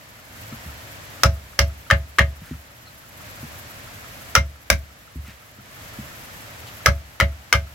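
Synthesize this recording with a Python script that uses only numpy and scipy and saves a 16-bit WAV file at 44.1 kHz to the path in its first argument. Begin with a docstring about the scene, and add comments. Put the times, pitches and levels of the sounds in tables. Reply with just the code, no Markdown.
"""In a small workshop, a heavy steel blade chops into a piece of wood on a block, in three bursts of blows.
Each blow rings wood and steel and tears fibres. Most times the wood slams onto the block a moment later.
The block rings and the floor thuds. Between bursts the wood is shifted, with soft bumps and rubs.
A fan rushes and ticks behind. An automatic gain control turns everything down at loud blows,
waits and recovers, so the fan sinks under every burst."""
import sys
import numpy as np
from scipy import signal
from scipy.fft import rfft, irfft, next_fast_len
from scipy.io import wavfile
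from scipy.ndimage import uniform_filter1d, minimum_filter1d

SR = 44100
rng = np.random.default_rng(int(sys.argv[2]) if len(sys.argv) > 2 else 0)


def master_out(mix):
    """Clip the mix to full scale and print it as 16-bit PCM to the path in sys.argv[1]."""
    frames = np.transpose(np.atleast_2d(mix))
    ceiling = np.clip(frames, -1, 1)
    pcm = np.round(ceiling * 32767).astype(np.int16)
    wavfile.write(sys.argv[1], SR, pcm)


N = 341334

# The blade meets the wood; each spot favours two notes. Each row: start in seconds, knock in dB,
# main note in Hz, second note in Hz, then in dB: notes, crack, the crack's extra treble, steel, thud.
BLOWS = [(1.2340, -24, 1225, 1626, -0.5, -1, 2.5, 10.5, -1),
         (1.5907, -7.5, 1260, 1596, -15, -4, 3, 9, -2.5), (1.9017, -13, 1475, 1260, -4, -15.5, -4, -30, -1),
         (2.1850, -5.5, 1568, 1203, 4.5, -7, -2, -30, -2), (4.352, -8, 1282, 1390, 8.5, 0, 2.5, 14, -3),
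         (4.7010, -7.5, 1590, 2270, 5.5, 1.5, 5, 10, -4.5),
         (6.8598, -20, 2050, 1677, 2, -1.5, 2.5, 8, -2.5), (7.2004, -7, 2104, 1360, 3, -8, 3, -20, -4),
         (7.5265, -7, 2140, 1524, 4.5, -6, 5, 9.5, -5)]
# Wood that lay hollow slams onto the block. Each row: start in seconds, knock in dB, note in Hz, note in dB.
SLAMS = [(1.241, -36, 1245, 0), (1.9100, -2.5, 1765, 6.5), (2.1914, -3.5, 1849, 8), (4.3605, -2, 1310, -3),
         (6.867, -11, 1270, 4), (7.209, -9, 1996, 2.5), (7.5355, -7.5, 1240, -7)]
# Wood, blade and foot are shifted. Each row: start in seconds, bump in dB, pitch in Hz, floor boom in dB.
BUMPS = [(0.524, -24, 224, -39), (0.659, -29, 153, -28), (2.418, -23, 161, -41), (2.511, -15, 249, -17.5),
         (3.43, -26.5, 234, -37), (5.157, -22, 256, -14.5), (5.282, -28, 198, -40),
         (5.586, -27.5, 203, -45), (5.987, -23.5, 213, -31.5)]
# Tool and wood rub. 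Each row: start and length in seconds, level in dB, pitch in Hz, sharpness as Q.
RUBS = [(2.368, 0.23, -42, 1580, 1.6), (2.85, 0.05, -44, 4130, 41), (5.213, 0.16, -40, 1830, 2),
        (6.656, 0.052, -43.5, 3500, 3.1)]
# Modes are the tones a struck thing rings with: here wood, blade, block, floor and the fan's tick.
# Each row: pitch in Hz, level in dB, t60 (the time to fade by 60 dB) in seconds.
WOOD_MODES = [(1159, 0, 0.014), (1237, -7, 0.08), (1360, -16, 0.011), (1502, -14.5, 0.039),
              (1688, -3.5, 0.026), (1979, -25, 0.032), (2097, -11.5, 0.041), (2112, -3, 0.082),
              (2736, -17, 0.05), (2820, -16.5, 0.1), (3146, -0.5, 0.014), (4330, -32, 0.036)]
BLADE_MODES = [(5155, -10, 0.019), (5107, -2, 0.0083), (5743, -4.5, 0.0093), (5690, -13, 0.026),
               (6240, -27, 0.01)]
BLOCK_MODES = [(410, -37.5, 0.32), (556, -13.5, 0.16), (622.2, -14.5, 0.081), (662, -26, 0.27),
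               (838, -21, 0.12)]
FLOOR_MODES = [(70.76, -0.5, 0.33), (60.4, -24, 0.75), (93.6, -10.5, 0.3), (118.3, -16.5, 0.28),
               (140.4, -12.5, 0.24), (180, -24, 0.31), (216.6, -40.5, 0.37)]
TICK_MODES = [(1319, 2, 0.031), (1399, -2, 0.032), (1700, -6, 0.027)]
# The noise of splitting fibres and of the fan's air. Each row: frequency in Hz, strength there in dB.
CRACK_SPECTRUM = [(200, -9.5), (600, 2.5), (1000, -3.5), (2000, 8), (3100, -2.5), (3800, -1), (5700, -3),
                  (7000, -4.5), (8200, -13.5), (9600, -8), (11200, -17), (13000, -11), (16000, -15)]
AIR_SPECTRUM = [(25, -17), (55, -6.5), (110, 0.5), (160, -9), (280, -11), (400, -16.5), (600, -9.5),
                (850, -13.5), (1800, -11), (3800, -19), (7900, -22.5), (8900, -29), (11800, -21),
                (16000, -27)]
# How alike the air sounds left and right. Each row: frequency in Hz, likeness (1 means the same).
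AIR_LIKENESS = [(60, 0.91), (130, 0.9), (290, 0.61), (640, 0.32), (1410, -0.27), (3100, 0.06),
                (15000, -0.041)]
# The fan's turning. Each row: time in seconds, turns made by then.
FAN_TURNS = [(.19, 0), (4.21, 24), (7.67, 44)]
# The workshop's echo. Each row: frequency in Hz, level in dB, t60 in seconds.
ROOM_ECHO = [(144, 20, 0.22), (504, -4, 0.11), (1550, -2, 0.13), (3080, -5.5, 0.15), (6000, -6.5, 0.15),
             (9000, -10.5, 0.15), (16000, -11, 0.11)]


def wood_knocks(note_t60=0.02, touch_s=0.0005, pan_db=2.15):
    """Each blow or slam rings all the wood's modes, plus the notes of the spot that was hit."""
    out, t = np.zeros((2, N)), seconds(.25)
    for start, knock_db, notes, _, _ in contacts():
        modes = detuned(WOOD_MODES, .008)
        # neighbouring bending modes start in opposite directions
        knock = from_db(knock_db) * (ring(modes[::2], t) - ring(modes[1::2], t))
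        note = sum(swing(hz) * ring([(hz, db, note_t60)], t) for hz, db in notes)
        add(out, start, (knock + note) * chatter(t) * rising(t, touch_s) * pan(pan_db))
    return out


def contacts(second_note_db=-0.5, slam_crack_db=-5, slam_top_db=-1):
    """Blows and slams. Each row: start, knock dB, notes as (Hz, dB), crack dB, extra treble dB."""
    blows = [(start, knock_db, [(main_hz, db), (second_hz, db + second_note_db)], crack_db, top_db)
             for start, knock_db, main_hz, second_hz, db, crack_db, top_db, _, _ in BLOWS]
    # a slam tears few fibres, and dully
    slams = [(start, knock_db, [(hz, db)], knock_db + slam_crack_db, slam_top_db)
             for start, knock_db, hz, db in SLAMS]
    return blows + slams


def swing(hz):
    """A note starts in the same direction as the wood's nearest bending mode: +1 or -1."""
    return (-1) ** np.argmin([abs(mode_hz - hz) for mode_hz, _, _ in WOOD_MODES])


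def chatter(t, depth=0.28):
    """The wood rattles against edge and block, which roughens its sound."""
    return 1 + depth * wobble(len(t), 70)


def fibre_cracks(bite_s=0.00082, crack_t60=0.018, splinter_db=-20, splinter_t60=0.14, top_hz=7500):
    """Fibres tear in a short burst of noise, and a few splinters snap after it."""
    out, t = np.zeros((2, N)), seconds(.25)
    likeness = [(500, 0.83), (3000, 0.0), (6000, 0)]
    tearing = coloured(CRACK_SPECTRUM, likeness, len(t) * len(contacts())).reshape(2, -1, len(t))
    treble = signal.sosfiltfilt(high_pass(top_hz), tearing)
    for k, (start, _, _, crack_db, top_db) in enumerate(contacts()):
        snaps = from_db(20 * uniform_filter1d(rng.standard_normal(len(t)), size=25))
        splinters = from_db(splinter_db) * snaps * dying(t, splinter_t60)
        burst = 2 * rising(t, bite_s) * dying(t, crack_t60)
        noise = tearing[:, k] + (from_db(top_db) - 1) * treble[:, k]
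        add(out, start, from_db(crack_db) * (burst + splinters) * noise)
    return out


def fibre_crunch(band_hz=(1350, 3200), crunch_db=-6.5, rise_s=0.005, t60=0.085, likeness=0.15):
    """Crushed fibres keep crunching while the edge sinks in."""
    out, t = np.zeros((2, N)), seconds(.15)
    swell = rising(t, rise_s) * dying(t, t60)
    for start, knock_db, *_ in contacts():
        grains = signal.sosfilt(band_pass(band_hz), rng.laplace(size=(2, len(t))))
        add(out, start, from_db(knock_db + crunch_db) * widen(grains / grains.std(), likeness) * swell)
    return out


def blade_ring(bite_s=0.00082, pan_db=-1.5):
    """The steel rings briefly as it bites; its flat sends a different mix of modes to each side."""
    out, t = np.zeros((2, N)), seconds(.25)
    for start, *_, steel_db, _ in BLOWS:
        modes = detuned(BLADE_MODES, .012)
        left = ring(modes[1:], t)
        right = ring(modes[::2], t) - ring(modes[1::2], t)
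        add(out, start, from_db(steel_db) * np.array([left, right]) * rising(t, bite_s) * pan(pan_db))
    return out


def block_ring(lead_s=0.016, rise_s=0.0012, block_db=2.35):
    """The block rings just before the floor gives; the load on it shifts its pitch a little."""
    out, t = np.zeros(N), seconds(.3)
    for start, thud_db, _ in thuds():
        modes = detuned(BLOCK_MODES, .006)
        add(out, start - lead_s, from_db(thud_db + block_db) * ring(modes, t) * rising(t, rise_s))
    return out


def floor_thuds(shove_s=0.0023, lead_s=0.00935, rise_s=0.01,
                return_s=0.0309, return_t60=0.058, return_db=-0.5):
    """The floor dips and springs back at a blow. Blows and bumps make it boom, and the wave returns."""
    out, t = np.zeros(N), seconds(.6)
    offset = (t - lead_s) / shove_s
    shove = (1 - offset ** 2) * np.exp(-offset ** 2 / 2)
    for start, _, shove_db in thuds():
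        add(out, start - lead_s, from_db(shove_db) * shove)
    booms = [(start - lead_s, db) for start, db, _ in thuds()]
    booms += [(start, db) for start, _, _, db in BUMPS]
    for start, db in booms:
        boom = -from_db(db) * ring(FLOOR_MODES, t) * rising(t, rise_s)
        add(out, start, boom)
        add(out, start + return_s, from_db(return_db) * boom * dying(t, return_t60))
    return out


def thuds(after_blow_s=.015, after_slam_s=.0188, flat_shove_db=-9, slam_shove_db=-0.5):
    """The floor gives after a blow's last contact, harder if a slam. Each row: time, thud dB, shove dB."""
    for start, *_, db in BLOWS:
        slams = [at for at, *_ in SLAMS if 0 < at - start < .05]
        if slams:
            yield slams[0] + after_slam_s, db, db + slam_shove_db
        else:
            yield start + after_blow_s, db, db + flat_shove_db


def bumps(t60=0.077, low_t60=0.13, touch_s=0.002):
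    """Gentle touches give a dull note of three quickly fading modes."""
    out, t = np.zeros(N), seconds(.3)
    for start, db, hz, _ in BUMPS:
        dull = ring([(hz, 0, t60), (hz * 0.624, -3, low_t60), (hz * 1.2, -12, t60)], t)
        add(out, start, from_db(db) * dull * rising(t, touch_s))
    return out


def rubs(grit_db=-1):
    """Short, faint swishes over grit; where steel slides they sing a little."""
    out = np.zeros(N)
    for start, length, db, hz, sharpness in RUBS:
        t = seconds(length)
        swish = signal.lfilter(*signal.iirpeak(hz, sharpness, fs=SR), rng.standard_normal(len(t)))
        grit = rng.laplace(size=len(t)) * chatter(t, depth=1.0)
        rub = swish / swish.std() + from_db(grit_db) * grit / grit.std() / sharpness
        add(out, start, from_db(db) * rub * np.hanning(len(t)))
    return out


def workshop_echo(sound, first_s=0.0053, build_s=0.0013, wall_s=0.027, wall_db=5.5, wall_width_s=0.0091,
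                  absorbed_s=0.55, likeness=0.16):
    """Echoes build up fast, swell again from the far wall and are soon soaked up by the earth floor."""
    t = seconds(.35)
    shape = rising(np.maximum(t - first_s, 0), build_s) / (1 + (t / absorbed_s) ** 4)
    shape *= from_db(wall_db * np.exp(-((t - wall_s) / wall_width_s) ** 2))
    echo = 0
    for hz, pair in noise_bands(len(t)):
        band = widen(pair, likeness) * shape * dying(t, at_hz(ROOM_ECHO, hz, column=2))
        # each side gets the same energy per Hz
        band *= np.sqrt(hz / SR) / np.linalg.norm(band, axis=1, keepdims=True)
        echo += from_db(at_hz(ROOM_ECHO, hz)) * band
    return signal.fftconvolve(sound, echo, axes=1)[:, :N]


def fan_rush(flicker_db=2.5, treble_hz=9000):
    """The fan's air makes a broad noise; apart from it, the treble above 9 kHz flickers."""
    air = coloured(AIR_SPECTRUM, AIR_LIKENESS, N)
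    treble = signal.sosfiltfilt(high_pass(treble_hz), air)
    return air + treble * (from_db(flicker_db * wobble(N, 900)) - 1)


def fan_ticks(tick_db=11.0, rise_s=0.0082):
    """The fan ticks faintly once on every turn."""
    out, t = np.zeros((2, N)), seconds(.15)
    times, turns = np.transpose(FAN_TURNS)
    for start in np.interp(np.arange(turns[-1] + 1), turns, times):
        tick = np.array([ring(detuned(TICK_MODES, .02), t) for side in range(2)])
        add(out, start, from_db(tick_db + rng.standard_normal()) * tick * rising(t, rise_s))
    return out


def gain_control(sound, threshold_db=-8.0, share=0.67, hold_s=0.89, release_db_per_s=31,
                 start_duck_db=5.0, start_hold_s=0.26):
    """Loud peaks pull the volume down at once; it stays down for a while and then creeps back."""
    t, hold = np.arange(N) / SR, int(hold_s * SR)
    power = uniform_filter1d(np.mean(sound ** 2, axis=0), size=220)
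    level_db = 10 * np.log10(np.maximum(power, 1e-12))
    duck_db = share * np.maximum(level_db - threshold_db, 0)
    held_db = -minimum_filter1d(-duck_db, size=hold, origin=(hold - 1) // 2)
    held_db = np.maximum(held_db, start_duck_db * (t < start_hold_s))   # the volume starts out low
    released_db = np.maximum.accumulate(held_db + release_db_per_s * t) - release_db_per_s * t
    return sound * from_db(-uniform_filter1d(released_db, size=60))


def ring(modes, t, scatter_db=1.0):
    """Struck modes are fading sine waves, each a little stronger or weaker every time."""
    return sum(from_db(db + scatter_db * rng.standard_normal()) * dying(t, t60)
               * np.sin(2 * np.pi * hz * t) for hz, db, t60 in modes)


def detuned(modes, spread):
    """The same modes, each with its pitch shifted a little at random."""
    return [(hz * (1 + spread * rng.standard_normal()), db, t60) for hz, db, t60 in modes]


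def wobble(size, smooth_samples):
    """A smoothed random wiggle, typically 1 in size."""
    noise = uniform_filter1d(rng.standard_normal(size), size=smooth_samples)
    return noise / noise.std()


def coloured(spectrum, likeness, size):
    """Stereo noise with a given strength and left-right likeness at each frequency."""
    padded = next_fast_len(size)
    hz = np.maximum(np.fft.rfftfreq(padded, 1 / SR), 1)
    white = widen(rfft(rng.standard_normal((2, padded))), at_hz(likeness, hz))
    noise = irfft(from_db(at_hz(spectrum, hz)) * white, padded)[:, :size]
    return noise / noise.std()


def noise_bands(size):
    """Noise in half-octave bands. Each row: centre in Hz, two unrelated noises."""
    edges = np.geomspace(22, 17500, 20)
    white = rng.standard_normal((2, 2, size + 4000))
    for k, (low, high) in enumerate(zip(edges, edges[1:])):
        yield np.sqrt(low * high), signal.sosfilt(band_pass([low, high]), white[k % 2])[:, -size:]


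def widen(pair, likeness):
    """Two unrelated noises become a left and a right that are partly alike."""
    return (np.sqrt(1 + likeness) * pair[0] + np.sqrt(1 - likeness) * pair[1] * [[1], [-1]]) / np.sqrt(2)


def pan(db):
    """Raise the left side by db and lower the right as much."""
    return from_db([[db], [-db]])


def high_pass(hz):
    """A filter that keeps what lies above hz."""
    return signal.butter(2, hz, "high", fs=SR, output="sos")


def band_pass(edges_hz):
    """A filter that keeps what lies between two frequencies."""
    return signal.butter(2, edges_hz, "band", fs=SR, output="sos")


def from_db(db):
    """Turn decibels into a multiplier."""
    return 10 ** (np.asarray(db) / 20)


def at_hz(table, hz, column=1):
    """Read between a table's rows, with octaves evenly spaced."""
    table = np.array(table)
    return np.interp(np.log(hz), np.log(table[:, 0]), table[:, column])


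def seconds(length):
    """The time of each sample."""
    return np.arange(int(length * SR)) / SR


def rising(t, rise_s):
    """A fade-in from 0 towards 1."""
    return 1 - np.exp(-t / rise_s)


def dying(t, t60):
    """A fade-out that loses 60 dB in t60 seconds."""
    return np.exp(-np.log(1000) * t / t60)


def add(out, start_s, sound):
    """Mix a sound in at its start time."""
    at = int(start_s * SR)
    out[..., at:at + sound.shape[-1]] += sound[..., :N - at]


def scene(room_db=-5, low_cut_hz=54, fan_db=-39.5):
    """The work is close, the fan fills the room; the small floor gives off little deep bass."""
    near = wood_knocks() + fibre_cracks() + fibre_crunch() + blade_ring() + block_ring() + rubs()
    low = signal.sosfilt(high_pass(low_cut_hz), floor_thuds() + bumps())
    fan = from_db(fan_db) * (fan_rush() + fan_ticks())
    return near + from_db(room_db) * workshop_echo(near) + low + fan


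def record(dry, rumble_hz=22, top_hz=16000):
    """Rumble is cut, the volume ducks under blows, the sharpest peaks still overload, the top is cut."""
    ducked = gain_control(signal.sosfilt(high_pass(rumble_hz), dry))
    clipped = ducked / (1 + ducked ** 6) ** (1 / 6)
    return signal.sosfilt(signal.ellip(10, .2, 70, top_hz, fs=SR, output="sos"), clipped)


dry = scene()
out = record(dry)
master_out(out)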